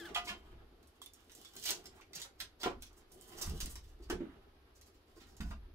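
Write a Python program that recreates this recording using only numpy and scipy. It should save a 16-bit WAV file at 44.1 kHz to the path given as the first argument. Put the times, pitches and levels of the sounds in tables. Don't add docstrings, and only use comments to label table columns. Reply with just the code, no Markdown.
import sys
import numpy as np
from scipy import signal
from scipy.fft import rfft, irfft, next_fast_len
from scipy.io import wavfile
from scipy.ndimage import map_coordinates

SR = 44100
rng = np.random.default_rng(int(sys.argv[2]) if len(sys.argv) > 2 else 0)


def dump_mix(stems):
    frames = np.atleast_2d(stems).T
    limited = np.clip(frames, -1, 1)
    pcm = np.round(limited * 32767).astype(np.int16)
    wavfile.write(sys.argv[1], SR, pcm)


def volts_from_db(level):
    exponent = np.asarray(level, float) / 20
    return 10 ** exponent


N = 253398


def unit(x):
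    return x / np.sqrt(np.mean(x ** 2) + 1e-20)


def along(points, hz):
    f, v = np.transpose(points)
    return np.interp(np.log(hz + 1), np.log(f + 1), v)


def curves(rows):
    s, *cols = np.transpose(rows)
    return [np.interp(np.arange(N) / SR, s, c) for c in cols]


def wobble(rate):
    knots = rng.standard_normal(int(N * rate / SR) + 4)
    return map_coordinates(knots, [np.arange(N) * rate / SR])


def filtered(x, response):
    n = x.shape[-1]
    m = next_fast_len(n + 4096)
    return irfft(rfft(x, m) * response(np.fft.rfftfreq(m, 1 / SR)), m)[..., :n]


def peak(f, hz, width_hz):
    return 1j * f * width_hz / (hz * hz - f * f + 1j * f * width_hz)


def add(track, s, sound):
    part = track[max(round(s * SR), 0):][:len(sound)]
    part += sound[:len(part)]


# (frequency [Hz], likeness [0-1])
ALIKE = [(60, .99), (150, .975), (300, .86), (640, .45), (1400, 0), (15000, 0)]


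def blend(two, gain):
    def turn(f):
        return np.arccos(along(ALIKE, f)) / 2
    mid, side = filtered(two, lambda f: gain(f) * [np.cos(turn(f)), np.sin(turn(f))])
    return np.array([mid + side, mid - side])


def pair(spectrum):
    return unit(blend(rng.standard_normal((2, N)), lambda f: volts_from_db(along(spectrum, f))))


def grains(spectrum, share, spread_db):
    size_db = spread_db * np.minimum(rng.exponential(size=N), 4)
    clicks = (rng.random(N) < share) * rng.standard_normal(N) * volts_from_db(size_db)
    return unit(filtered(clicks, lambda f: volts_from_db(along(spectrum, f))))


def contact(burst, edge, ring_hz, wood_db, air_db):
    def body(f):
        touched = peak(f, ring_hz, 0.42 * ring_hz)
        broad = 0.53 * peak(f, 900 + 0.74 * ring_hz, 2.2 * ring_hz) ** 2
        wood = volts_from_db(wood_db + 7.5) * peak(f, 1036, 2940) ** 2
        return touched + broad + wood
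    air = filtered(edge, lambda f: peak(f, 10200, 3500) ** 2)
    return filtered(burst, body) + volts_from_db(air_db) * air


# (time [s], pitch [Hz], length [s], level [dB])
GROAN = (0.009, 338.5, 0.068, -43)


def panel_hum():
    out = np.zeros(N)
    s, hz, length, db = GROAN
    u = np.linspace(0, 1, int(length * SR))
    fade = np.minimum(1, 15 * np.minimum(u, 1 - u))
    add(out, s, volts_from_db(db - 4.0 * u) * fade * np.sin(2 * np.pi * hz * length * u))
    return out


# (time [s], pitch [Hz], level [dB])
SQUEAL = [
    (0, 1790, -54),
    (.012, 1700, -53.5),
    (.042, 1523, -59),
    (.047, 1530, -58),
    (.053, 1740, -53),
    (.057, 1740, -50),
    (.066, 1590, -53),
    (.076, 1480, -55),
    (.087, 1420, -57),
]
# (multiple of pitch, level [dB])
OVERTONES = [(.5, -16), (1, 0), (1.5, -20), (2, -6), (2.5, -15), (3, -16), (4, -24)]


def squeak():
    pitch_hz, db = curves(SQUEAL)
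    t = np.arange(N) / SR
    turns = np.cumsum(pitch_hz) / SR
    release = np.clip((SQUEAL[-1][0] - t) / .004, 0, 1)
    shake = 1 + .35 * np.sin(2 * np.pi * GROAN[1] * t)
    tone = sum(volts_from_db(level) * np.sin(2 * np.pi * k * turns) for k, level in OVERTONES)
    return release * shake * volts_from_db(db + 5.5) * tone


# (time [s], speed level [dB], left-right place [dB])
DRAG = [(0, -56, 5), (.12, -75, -5.5), (.34, -70.5, -2.5), (.6, -88.5, -3), (1.18, -82, -7.5),
        (1.32, -67, -7), (1.55, -64, -3), (1.69, -45.5, -6), (1.78, -68.5, -1), (1.9, -79, -5),
        (2.45, -90, -5.5), (3.0, -94, -4), (3.2, -65, -6.5), (3.55, -61.5, -3.5), (4.06, -82, -3.5),
        (4.65, -92, -2.5), (5.2, -80, -6.5), (5.74, -100.5, 0.5)]
# (time [s], level [dB])
LOAD = [(0, -56), (.4, -61.5), (.6, -66), (1.1, -80.5), (1.35, -70), (1.75, -62.5), (2.35, -75),
        (2.75, -74), (2.88, -75.5), (3.2, -67), (3.4, -55), (3.63, -63.5), (3.8, -74.5), (4.05, -66.5),
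        (4.23, -61), (4.85, -77), (5.2, -73.5), (5.74, -72)]
# (frequency [Hz], level [dB per Hz])
GRIT = [(1180, -27), (2000, -11.5), (2280, -27.5), (2920, 0.5), (4040, -5.5), (5540, -4.5), (8590, -7),
        (9970, -6.5), (15100, -8.5), (16300, -30)]
# (frequency [Hz], level [dB per Hz])
RUB = [(290, -37), (500, -21), (784, 9), (884, 3.5), (1230, 5), (2290, -5.5), (3000, -4), (3900, -7),
       (6600, -120)]


def scrape():
    grit_db, load_db = curves(DRAG)[0], curves(LOAD)[0]
    mean_db = load_db.mean()
    rub_db = mean_db + 0.9 * (load_db - mean_db) - 11.5
    jerk = wobble(40)
    grit_gain = volts_from_db(grit_db - 4.5 + 3.5 * jerk + 2.2 * wobble(120))
    grit = grit_gain * grains(GRIT, share=0.03, spread_db=2)
    rub = volts_from_db(rub_db + 4.63 * jerk) * grains(RUB, share=.2, spread_db=-1.5)
    return grit + rub


# (peak time [s], level [dB], 10 dB rise [s], 10 dB fall [s])
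HEAVES = [(.25, -56, 0.71, 0.2), (.54, -46, 0.067, 0.13), (1.84, -62.5, 0.9, .6),
          (2.43, -57.5, 0.027, 0.14), (2.78, -45, 0.08, 0.093), (3.0, -61.5, 0.11, 0.43),
          (3.49, -41, 0.08, 0.059), (3.55, -32, 0.04, 0.013), (3.63, -35.5, 0.047, 0.16),
          (3.95, -61, .2, .2), (4.14, -37, 0.057, 0.073), (4.3, -57.5, 0.067, 0.63),
          (5.3, -52.5, 0.13, 0.043), (5.45, -40, 0.041, 0.27)]
# (frequency [Hz], level [dB per Hz])
BOOM = [(11, -13), (18, 0), (65, 1.5), (90, -8.5), (123, -19), (140, -13.5), (180, -35), (310, -120)]
# (frequency [Hz], level [dB per Hz])
DRONE = [(71, -49), (120, -9), (193, -9.5), (225, -5), (294, -8), (367, 0), (453, -5.5), (541, -21),
         (650, -9.5), (840, -16.5), (1430, -120)]


def flex():
    t = np.arange(N) / SR
    swing = np.zeros(N)
    for s, db, rise, fall in HEAVES:
        tens = np.where(t < s, (s - t) / rise, (t - s) / fall)
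        swing += volts_from_db(db - 10 * tens)
    boom = volts_from_db(-7.5) * swing * pair(BOOM)
    drone = volts_from_db(curves(LOAD)[0] - 0.5 + 3.56 * wobble(25.03)) * pair(DRONE)
    return boom + drone


# (frequency [Hz], level [dB per Hz])
HUSH = [(12, -20), (20, -8), (48, -3.5), (79, 1.5), (159, -23), (287, -7.5), (380, -9.5), (579, -16),
        (766, -18), (2290, -24), (4750, -26), (7860, -44.5), (11600, -31), (15000, -46), (16300, -46)]


def house_hum():
    return volts_from_db(-67.5 + 0.11 * wobble(2.9)) * pair(HUSH)


# (peak time [s], peak level [dB], centre [Hz], wood level [dB], rise [s])
CRUNCHES = [(.089, -40, 1700, 0, 0.0049), (.16, -25.5, 2700, -39, 0.012), (0.176, -32, 2530, -31, 0.0099),
            (0.254, -37, 5430, -19, 0.0083), (.285, -25, 2630, -32, 0.014),
            (0.2961, -33, 2880, -15, 0.0071), (0.3336, -45, 2170, 1, 0.004),
            (1.659, -21.5, 4600, -16.5, 0.007), (1.679, -22.5, 3480, -16, 0.008),
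            (1.717, -39, 2570, -15, 0.0079), (2.0141, -41.5, 2210, -6, 0.0036),
            (2.1564, -28, 5470, -16, 0.0078), (2.184, -39, 3130, -9.5, 0.027),
            (2.2264, -43, 4900, -12, .014), (2.2514, -44.5, 6800, 1.5, 0.0069),
            (2.616, -35.5, 4120, -8, 0.014), (2.6447, -31.5, 2370, -4, 0.015),
            (3.4196, -20.5, 5600, -11, 0.0069), (3.445, -39, 5600, -15, .012),
            (3.465, -35.5, 8000, -2, 0.0059), (3.6124, -25.5, 5630, -14, 0.0066),
            (3.64, -41, 6000, -12, .015), (4.114, -43.5, 3580, -3, 0.02), (5.2153, -44.5, 3110, -10, 0.015)]
# (peak time [s], peak level [dB], centre [Hz])
SCUFFS = [(2.9772, -51.5, 7300), (3.1383, -50.5, 8440), (3.222, -48.5, 8430), (3.284, -46, 8460),
          (3.849, -57, 4190), (3.885, -55.5, 6400), (4.0346, -48, 4020), (4.762, -51, 5670),
          (4.868, -51, 5860), (4.95, -57.5, 4660), (5.29, -53.5, 5160), (5.324, -59, 5300),
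          (.012, -50, 9000), (.042, -58, 9500), (3.383, -35, 5800), (3.706, -37, 8100), (5.271, -61, 5300),
          (5.308, -58, 5100), (5.345, -65, 5230), (5.43, -62, 6600), (5.468, -50.5, 5500),
          (5.495, -50, 5000), (5.171, -50.5, 5000), (1.959, -53.5, 7000), (2.402, -43.5, 4460),
          (2.819, -53, 4970)]


def crunches():
    out, t = np.zeros(N), np.arange(-SR // 20, SR // 8) / SR
    scuff_wood_db, scuff_rise_s = -10, 0.013
    scuffs = [(*r, scuff_wood_db, scuff_rise_s) for r in SCUFFS]
    for s, db, centre_hz, wood_db, rise in list(CRUNCHES) + scuffs:
        swell = np.exp(-(t / max(rise, .002)) ** 2 * np.where(t < 0, 1, .45))
        size_db = 3.5 * np.minimum(rng.exponential(size=len(t)), 4)
        cracks = swell * rng.standard_normal(len(t)) * volts_from_db(size_db)
        air_db = -15 + 11 * np.log2(centre_hz / 4500)
        add(out, s + t[0], volts_from_db(db - 20.5) * contact(cracks, cracks, centre_hz, wood_db, air_db))
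    return out


# (time [s], peak level [dB], ring [Hz], wood level [dB])
SNAPS = [(0.1467, -28.5, 3000, -49), (1.017, -43.5, 3240, -14.5), (1.061, -46, 3680, -10),
         (1.4479, -42, 3900, -22), (1.566, -38.5, 4660, -23), (1.6265, -39, 5430, -32),
         (1.6384, -35, 5200, -37), (1.69, -25, 3580, -12.5), (1.7064, -24.5, 5600, -16),
         (1.8565, -39.5, 5130, -25), (2.133, -40.5, 3940, -20), (2.199, -40, 6000, -11),
         (2.217, -33.5, 4800, -19), (2.4024, -28.5, 3880, -19.5), (2.412, -41.5, 6550, -7.5),
         (2.601, -49, 4500, -32), (2.6325, -29, 3130, -7.5), (2.822, -39.5, 3350, -19.5),
         (3.603, -29.5, 5340, -21), (3.659, -37.5, 5240, -39), (3.7557, -39, 5100, -8),
         (4.0998, -34, 1460, -2), (5.4051, -42.5, 2280, -5), (5.511, -45.5, 1500, -3.5),
         (5.407, -43, 5350, -23), (5.507, -53, 5170, -20)]
# (time [s], peak level [dB], ring [Hz])
TICKS = [(0.8283, -59, 5230), (0.8727, -56.5, 8600), (1.0403, -54, 7040), (1.1351, -49.5, 6950),
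         (1.192, -62, 3110), (1.296, -48, 2740), (1.318, -47, 5700), (1.3502, -46, 7200),
         (1.841, -54, 6160), (2.866, -50.5, 4500), (2.9296, -60, 7100), (3.0094, -62, 3250),
         (3.1193, -50.5, 8700), (3.497, -42, 5640), (3.558, -52, 7750), (3.7824, -62, 5380),
         (3.9514, -82, 5000), (4.812, -49, 5370), (2.823, -41, 6240), (4.1005, -36, 6860),
         (1.018, -46, 8950), (5.3674, -49.5, 6060)]


def snaps_and_ticks():
    out, t = np.zeros(N), np.arange(SR // 8) / SR
    snap_air_db, snap_t60_s = -53, 0.028
    tick_wood_db, tick_air_db, tick_t60_s = -20, -12, 0.029
    rows = [(*r, snap_air_db, snap_t60_s) for r in SNAPS]
    rows += [(*r, tick_wood_db, tick_air_db, tick_t60_s) for r in TICKS]
    for s, db, ring_hz, wood_db, air_db, t60 in rows:
        noise = rng.standard_normal(len(t))
        click = noise * volts_from_db(-60 * t / .003)
        crackle = noise * volts_from_db(-60 * t / t60) * (1 - np.exp(-t / 0.00039))
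        edge = click + 0.16 * crackle
        add(out, s, volts_from_db(db - 3.5) * contact(click + crackle, edge, ring_hz, wood_db, air_db + 9.0))
    return out


# (time [s], peak level [dB])
SPIKES = [(1.061, -42.5), (1.5364, -52), (.1468, -38), (1.245, -64), (1.413, -63), (1.449, -51),
          (2.402, -41), (2.823, -45), (3.212, -48), (3.282, -60), (3.375, -52), (3.757, -50), (1.555, -44),
          (1.565, -40.5), (1.598, -42), (1.638, -39), (1.658, -39), (1.691, -30), (1.7065, -24.5),
          (1.7122, -30), (2.0105, -59), (2.156, -42), (1.715, -36), (2.413, -43), (3.117, -59),
          (3.497, -39), (3.611, -39), (3.6595, -34.5), (3.6038, -40), (5.433, -53), (5.46, -62)]


def splinters():
    out, t = np.zeros(N), np.arange(SR // 100) / SR
    t60_s, centre_hz, width_hz = 0.0035, 9200, 14000
    for s, db in SPIKES:
        add(out, s, volts_from_db(db + 5.5 - 60 * t / t60_s) * np.sign(rng.standard_normal(len(t))))
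    return filtered(out, lambda f: peak(f, centre_hz, width_hz) ** 2)


# (time [s], pitch [Hz], level [dB], t60 [s])
RINGS = [(.155, 707, -42.5, 0.43), (.156, 1220, -41.5, 0.37), (.147, 3300, -35, 0.13),
         (0.159, 2670, -36, 0.16), (.158, 1992, -43.5, 0.29), (.158, 2466, -36, .14), (.16, 2966, -37, .18),
         (.158, 3203, -35, 0.16), (.15, 4300, -49, .2), (.152, 3500, -41, .12), (.288, 1184, -46.5, 0.13),
         (.292, 1723, -41, 0.12), (.286, 3100, -40.5, 0.22), (.29, 2800, -41, 0.14), (.29, 2466, -43, 0.13),
         (.29, 5523, -51, .06), (2.613, 4800, -44, .08), (2.638, 1400, -36, .08), (2.66, 1024, -41, 0.19),
         (2.66, 1300, -41, .1), (5.511, 1400, -49, .08), (5.512, 1900, -54, 0.044), (5.406, 1150, -52, .07),
         (2.66, 1900, -44, .08), (2.661, 720, -41, .1), (6.8, 2000, -49, .06), (.272, 990, -45.5, 0.094),
         (.277, 3220, -43, 0.078), (.148, 3100, -39, 0.066), (.148, 2000, -41, .06),
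         (4.101, 1500, -38, 0.065), (4.102, 1150, -41, .07), (4.118, 1850, -46, .08),
         (.274, 2184, -42.5, 0.23), (.31, 1428, -49, 0.14), (1.017, 1120, -39, 0.011),
         (1.016, 3320, -47.5, 0.089), (1.061, 3550, -48.5, 0.073), (1.455, 3400, -51, 0.08),
         (2, 1100, -48, 0.021), (4.103, 2960, -43, 0.08), (5.406, 1490, -52, 0.19),
         (5.408, 1880, -51, 0.059), (5.408, 3700, -52, 0.028), (5.516, 1200, -57, 0.15)]


def bar():
    out, t = np.zeros(N), np.arange(SR // 3) / SR
    attack = 1 - np.exp(-t / 0.0009)
    for s, hz, db, t60 in RINGS:
        add(out, s, volts_from_db(db - 60 * t / t60) * attack * np.sin(2 * np.pi * hz * t))
    return out


# (time [s], peak level [dB], note [Hz], thump level [dB], clack level [dB])
KNOCKS = [(.156, -56, 400, 7, 21), (.301, -54, 208, 6, 9.5), (1.702, -50, 390, -22, 2),
          (2.16, -61, 162, -9, -17), (2.421, -64, 161, -5, 4), (2.634, -43.5, 326, -26, 3.5),
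          (2.6595, -25, 359, -27, -3), (2.766, -56.5, 242, 3, -13), (3.477, -41.5, 159, 9.5, -43),
          (3.531, -50, 156, 4, -30), (3.627, -48, 195, -7, -31), (3.65, -48.5, 215, 3.5, -13),
          (4.0, -55.5, 341, -19, -22), (4.099, -35, 333, -10, 1.5), (4.125, -34, 365, -39, -14.5),
          (4.205, -34.5, 278, -30.5, -21.5), (4.217, -38.5, 319, -20, -41), (4.15, -44.5, 189, -5, -26),
          (4.24, -54, 185, -9.5, -35), (2.70, -48, 556, -25, 0), (5.165, -56, 354, -19, -7.5),
          (5.214, -59, 240, -20, -19), (5.403, -39.5, 183.5, 4.5, -11.5), (5.447, -50, 180, 16.5, -14),
          (5.507, -52, 196, 17.5, -0.5)]
# (frequency [Hz], width [Hz], level [dB])
CLACK = [(696, 40, 13), (1004, 120, 8.5), (1380, 300, 5), (2020, 1900, -6.5)]


def knocks():
    out, t = np.zeros(N), np.arange(SR // 3) / SR
    soft_t60_s, hard_db, choke = 0.085, -43.5, 0.46

    def face(f):
        return sum((-1) ** k * volts_from_db(db) * peak(f, hz, w) for k, (hz, w, db) in enumerate(CLACK))

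    for s, db, note_hz, thump_db, clack_db in KNOCKS:
        t60 = soft_t60_s * volts_from_db(-choke * max(db - hard_db, 0))
        fade = volts_from_db(-60 * t / max(t60, .02)) * (1 - np.exp(-t / 0.00079))
        upper_hz = note_hz * rng.uniform(1.0, 1.293)
        note = np.sin(2 * np.pi * note_hz * t) + 0.43 * np.sin(2 * np.pi * upper_hz * t)
        thump = np.sin(2 * np.pi * rng.uniform(54.0, 74.0) * t) * volts_from_db(-60 * t / 0.14)
        clack = unit(filtered(rng.standard_normal(len(t)), face))
        struck = fade * (note + volts_from_db(clack_db - 3.0) * clack)
        add(out, s, volts_from_db(db + 1.0) * (struck + volts_from_db(thump_db - 3.5) * thump))
    return out


# (frequency [Hz], t60 [s])
ROOM = [(100, 0.4), (500, 0.18), (2000, 0.18), (6000, 0.18), (14000, 0.12)]


def room(x):
    out, step = np.zeros((2, N + SR)), SR // 5
    for start in range(0, N, step):
        hz, t, z = signal.stft(rng.standard_normal((2, SR // 3)), SR, nperseg=256)
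        decay = volts_from_db(-60 * t / along(ROOM, hz)[:, None])
        tail = signal.istft(z * decay, SR, nperseg=256)[1]
        tail = tail / np.linalg.norm(tail[0])
        wet = signal.fftconvolve(x[None, start:start + step], tail, axes=1)
        out[:, start + 130:][:, :wet.shape[1]] += wet
    return out[:, :N]


def scene():
    bright = scrape() + snaps_and_ticks() + crunches()
    dull, tones, sharp = knocks(), bar(), splinters()
    squeal = squeak() + panel_hum()
    pan_db = curves(DRAG)[1]
    sides = volts_from_db([pan_db / 2, -pan_db / 2])

    def ports(x):
        return np.array([np.roll(x, 6), x])

    def walls(f):
        return volts_from_db(along([(100, -1.0), (400, 1.0), (1500, 5.5), (5000, 3.0), (12000, -0.5)], f))

    to_room = bright + dull + volts_from_db(-15) * (tones + squeal) + volts_from_db(-7) * sharp
    wet = blend(room(to_room), walls)
    near = sides * (ports(bright + tones + sharp) + volts_from_db(-2.5) * squeal)
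    near = near + volts_from_db([[-1.1], [1.1]]) * ports(dull)
    return near + np.sqrt(sides) * wet + flex() + house_hum()


def roll_off(x):
    return signal.sosfilt(signal.butter(12, 16970, fs=SR, output="sos"), x)


def record(dry):
    def edge(f):
        return volts_from_db(np.interp(f, [15700, 15900, 16400, 16700], [0, -22, -28, -90]))
    mix = filtered(dry, edge)
    return roll_off(mix)


dry = scene()
out = record(dry)
dump_mix(out)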